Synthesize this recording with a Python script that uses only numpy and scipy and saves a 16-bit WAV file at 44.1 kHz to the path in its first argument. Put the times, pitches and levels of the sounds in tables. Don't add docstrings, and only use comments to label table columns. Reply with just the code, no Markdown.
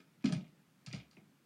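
import sys
import numpy as np
from scipy import signal
from scipy.io import wavfile
from scipy.ndimage import uniform_filter1d

SR = 44100
rng = np.random.default_rng(int(sys.argv[2]) if len(sys.argv) > 2 else 0)


def rack_gain(trim_db):
    fader = np.asarray(trim_db, float)
    return 10 ** (fader / 20)


def store_pcm(level_fs):
    pcm = np.round(np.clip(level_fs, -1, 1) * 32767).astype(np.int16)
    wavfile.write(sys.argv[1], SR, np.atleast_2d(pcm).T)


N = 63945

# [start_s, level_db, pitch_hz, length_s]
TIP_PUSHES = [(0.001, -53, 233, 0.0043), (0.242, -19, 233.5, 0.012), (0.263, -23, 190, 0.011),
              (0.299, -27, 261.5, 0.0095), (0.317, -23, 159.5, 0.0241), (0.336, -32, 174.5, 0.013),
              (0.352, -27.5, 142.7, .025), (0.372, -35, 165, 0.025), (0.392, -49, 155, 0.016),
              (0.415, -45, 158, 0.022), (0.478, -55, 154, 0.02), (0.52, -54.5, 156, 0.013),
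              (0.869, -40, 138.6, 0.017), (0.893, -45.5, 126.6, 0.036), (0.937, -31.5, 139, 0.014),
              (0.965, -43.5, 135, 0.037), (0.938, -55.5, 438, 0.013), (0.926, -46, 309.3, .012),
              (1.0, -65, 196, 0.0067), (1.168, -55, 335.4, 0.011), (1.172, -57.5, 211, 0.023),
              (1.18, -52, 144, 0.017), (1.207, -54, 218.3, 0.039)]
# [pitch_hz, level_db, fade_60db_s]
BOARD_TONES = [(124, -24, 0.17), (155.56, -1.5, 0.22), (186.6, 5, 0.078), (243.2, 7, 0.07),
               (300, -23, 0.045), (376.6, 5, 0.04), (434, -33, 0.031), (618.6, 6.5, 0.074)]


def thump(start_s, level_db, pitch_hz, length_s):
    push_db, ring_db, spread_octaves = -2.5, -6.5, 0.53
    release = 1.01
    flex_hz = 113.3
    t = np.arange(SR // 2) / SR
    u = 2 * t / length_s
    press = np.sin(np.pi * u / 2) ** 2
    let_go = np.exp(-((u - 1) / release) ** 1.9)
    push = np.where(u < 1, press, let_go) * np.sin(2 * np.pi * pitch_hz * t)
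    push = signal.sosfilt(signal.butter(4, flex_hz, "high", fs=SR, output="sos"), push)
    ring = np.zeros(len(t))
    for hz, tone_db, fade_s in BOARD_TONES:
        distance = (np.log2(hz / pitch_hz) / spread_octaves) ** 2
        fading_db = tone_db - 4.63 * np.minimum(distance, 4.5) - 60 * t / fade_s
        ring += rack_gain(fading_db) * np.sin(2 * np.pi * hz * t)
    ring *= 1 - np.exp(-u ** 2)
    return start_s, rack_gain(level_db) * (rack_gain(push_db) * push + rack_gain(ring_db) * ring)


def resonate(x, hz, width_hz):
    r, w = np.exp(-np.pi * width_hz / SR), 2 * np.pi * hz / SR
    return signal.lfilter([1 - r, 0, r - 1], [1, -2 * r * np.cos(w), r * r], x)


# [start_s, peak_db, pitch_hz, spread_octaves, length_s]
JOINT_RATTLES = [(0.002, -55.5, 2750, 1.3, 0.0043), (0.209, -65, 2780, 0.56, 0.0058),
                 (0.224, -61.5, 3470, 1.3, 0.0027), (0.2405, -38.5, 1870, 1.37, 0.0052),
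                 (0.2425, -42, 4500, 1.4, 0.0082), (0.2555, -32.5, 3520, 1.12, 0.0075),
                 (0.289, -41.5, 2970, 1.8, 0.007), (0.3228, -33.5, 5000, 2.24, 0.004),
                 (0.348, -44, 2800, 0.7, 0.0037), (0.8618, -40.5, 4760, 1.14, 0.007),
                 (0.871, -46.5, 2560, 1.41, 0.0014), (0.903, -50.5, 2970, 1.8, 0.0013),
                 (0.408, -55, 2900, .5, .005), (0.443, -59, 2700, .4, .005), (0.466, -61, 2550, .3, .003),
                 (0.479, -64, 4000, 1.5, .002), (0.911, -51, 2400, .5, .007), (0.9272, -40, 4500, .9, .006),
                 (0.9335, -38, 2450, .55, .005), (0.999, -49, 2750, .55, .007),
                 (1.111, -56, 4900, .9, .005), (1.1675, -53, 2420, .25, .004), (0.936, -49, 800, 1.2, .006),
                 (0.960, -47, 3400, 1.6, .006), (0.982, -53, 3200, 1.4, .006), (1.030, -58, 2600, .7, .005),
                 (1.130, -62, 3500, 1.8, .005), (1.17, -60, 650, 1.2, .004), (1.113, -70, 1300, .3, .01),
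                 (0.944, -47, 4400, 1.3, .007)]
# [pitch_hz, width_hz, level_db]
TUBE_TONES = [(452, 110, -6), (650, 364, 16.5), (825, 340, -5), (1289, 65, 2), (1586, 540, 5.5),
              (2207, 334, 2.5), (2404, 164, -2), (2800, 337, -2), (3114, 660, -2.5), (4380, 520, -3),
              (4730, 680, -2.5), (5530, 300, -7.5), (6670, 500, -5.5), (8860, 340, -7)]


def rattle(peak_db, pitch_hz, spread_octaves, length_s, grit, colour):
    scatter_db, tick_db, top_hz = 1, -32, 10300
    t = np.arange(len(grit)) / SR
    chatter = grit * np.exp(-(t / length_s) ** 2) * np.minimum(t / 0.00069, 1)
    click = 1. * (t == 0)
    drives = np.array([chatter, click])
    tube = np.zeros(drives.shape)
    for (hz, width_hz, tone_db), shade in zip(TUBE_TONES, colour):
        favour_db = -10 * (np.log2(hz / pitch_hz) / spread_octaves) ** 2
        ring = resonate(resonate(drives, hz, 2 * width_hz), hz, width_hz)
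        ring = ring / np.linalg.norm(ring, axis=1)[:, None]
        tube += rack_gain(tone_db + scatter_db * shade + favour_db) * ring
    tick = resonate(drives, pitch_hz, pitch_hz * spread_octaves)
    tube = tube / np.max(abs(tube[0])) + rack_gain(tick_db) * tick
    return rack_gain(peak_db) * signal.sosfilt(signal.butter(4, top_hz, fs=SR, output="sos"), tube)


# [start_s, level_db, pitch_hz, rise_s, fade_60db_s]
JOIST_HUMS = [
    (0.25, -67, 74, .02, 0.4),
    (0.33, -62, 70.5, .03, 0.59),
    (0.40, -50, 155.5, 0.028, 0.56),
    (0.871, -46.5, 124, 0.0084, 0.52),
    (0.935, -52.5, 70, 0.013, 0.45),
    (0.95, -50.5, 124, 0.02, 0.23),
    (1.185, -61, 216, 0.017, 0.43),
]


def hum(start_s, level_db, pitch_hz, rise_s, fade_s):
    t = np.arange(SR // 2) / SR
    swell = 1 - np.exp(-(t / rise_s) ** 2)
    return start_s, rack_gain(level_db - 60 * t / fade_s) * swell * np.sin(2 * np.pi * pitch_hz * t)


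def read(points, hz):
    f, value = np.transpose(points)
    return np.interp(np.log(hz + 1), np.log(f + 1), value)


# [pitch_hz, fade_60db_s]
ROOM_FADES = [(150, 0.16), (500, 0.43), (1500, 0.2), (3000, 0.22), (6000, 0.21), (10000, 0.16)]


def room(x, taps):
    opening = np.clip(np.arange(len(taps)) / SR / 0.0063 - .4, 0, 1)
    hz, t, z = signal.stft(taps * opening, SR, nperseg=256)
    fading = rack_gain(-60 * t / read(ROOM_FADES, hz)[:, None])
    tail = signal.istft(z * fading, SR, nperseg=256)[1]
    return signal.fftconvolve(x, tail / np.linalg.norm(tail))[:N]


def evened(x):
    return x / np.sqrt(np.mean(x ** 2) + 1e-20)


# [pitch_hz, level_db_per_hz]
HUSH_COLOUR = [(25, -29), (50, -34), (70, -20), (105, -23.5), (135, -1), (240, -3.5), (480, -18.5),
               (15600, -35.5)]


def hush():
    level_db, patch_db = -69, 1.3
    whirr_hz, whirr_octaves, whirr_db = 1260, 0.22, 3.5
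    frames, hz = N // 512 + 5, np.fft.rfftfreq(2048, 1 / SR)
    a, b, patches = rng.standard_normal((frames, 1025, 3)).T
    patches = evened(uniform_filter1d(uniform_filter1d(patches, 10, 0), 5, 1))
    width_octaves = np.where(hz < whirr_hz, whirr_octaves, 1.5)
    bump_db = whirr_db * np.exp(-(np.log2((hz + 1) / whirr_hz) / width_octaves) ** 2)
    colour_db = (read(HUSH_COLOUR, hz) + bump_db)[:, None]
    z = (a + 1j * b) * rack_gain(colour_db + patch_db * patches)
    return rack_gain(level_db) * evened(signal.istft(z, nperseg=2048, noverlap=1536)[1][:N])


def add(mix, start_s, sound):
    part = mix[max(round(start_s * SR), 0):][:len(sound)]
    part += sound[:len(part)]


def scene():
    room_db, board_room_db = -2.5, -7
    air = hush()
    signs = rng.choice([-1., 1.], (4, SR // 2))
    taps = signs * (rng.random((4, SR // 2)) < 2500 / SR)
    boards, close, around = np.zeros(N), np.zeros(N), np.zeros((3, N))
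    for row in TIP_PUSHES:
        add(boards, *thump(*row))
    for row in JOIST_HUMS:
        add(boards, *hum(*row))
    for k, (start_s, *joint) in enumerate(JOINT_RATTLES):
        noise = rng.standard_normal(2049)
        grit = noise[:2048] * abs(noise[1:]) ** .5
        colour = rng.standard_normal(len(TUBE_TONES))
        near, spread = rattle(*joint, grit, colour)
        add(close, start_s, near)
        add(around[k % 3], start_s, spread)
    tube_echoes = sum(room(x, tap) for x, tap in zip(around, taps))
    board_echoes = room(boards, taps[3])
    mix = boards + rack_gain(board_room_db) * board_echoes + close + rack_gain(room_db) * tube_echoes + air
    return mix[None]


def top_cut(x):
    return signal.sosfilt(signal.butter(12, 15800, fs=SR, output="sos"), x)


def record(dry):
    heard = signal.sosfilt(signal.butter(4, 62, "high", fs=SR, output="sos"), dry)
    return top_cut(heard)


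dry = scene()
out = record(dry)
store_pcm(out)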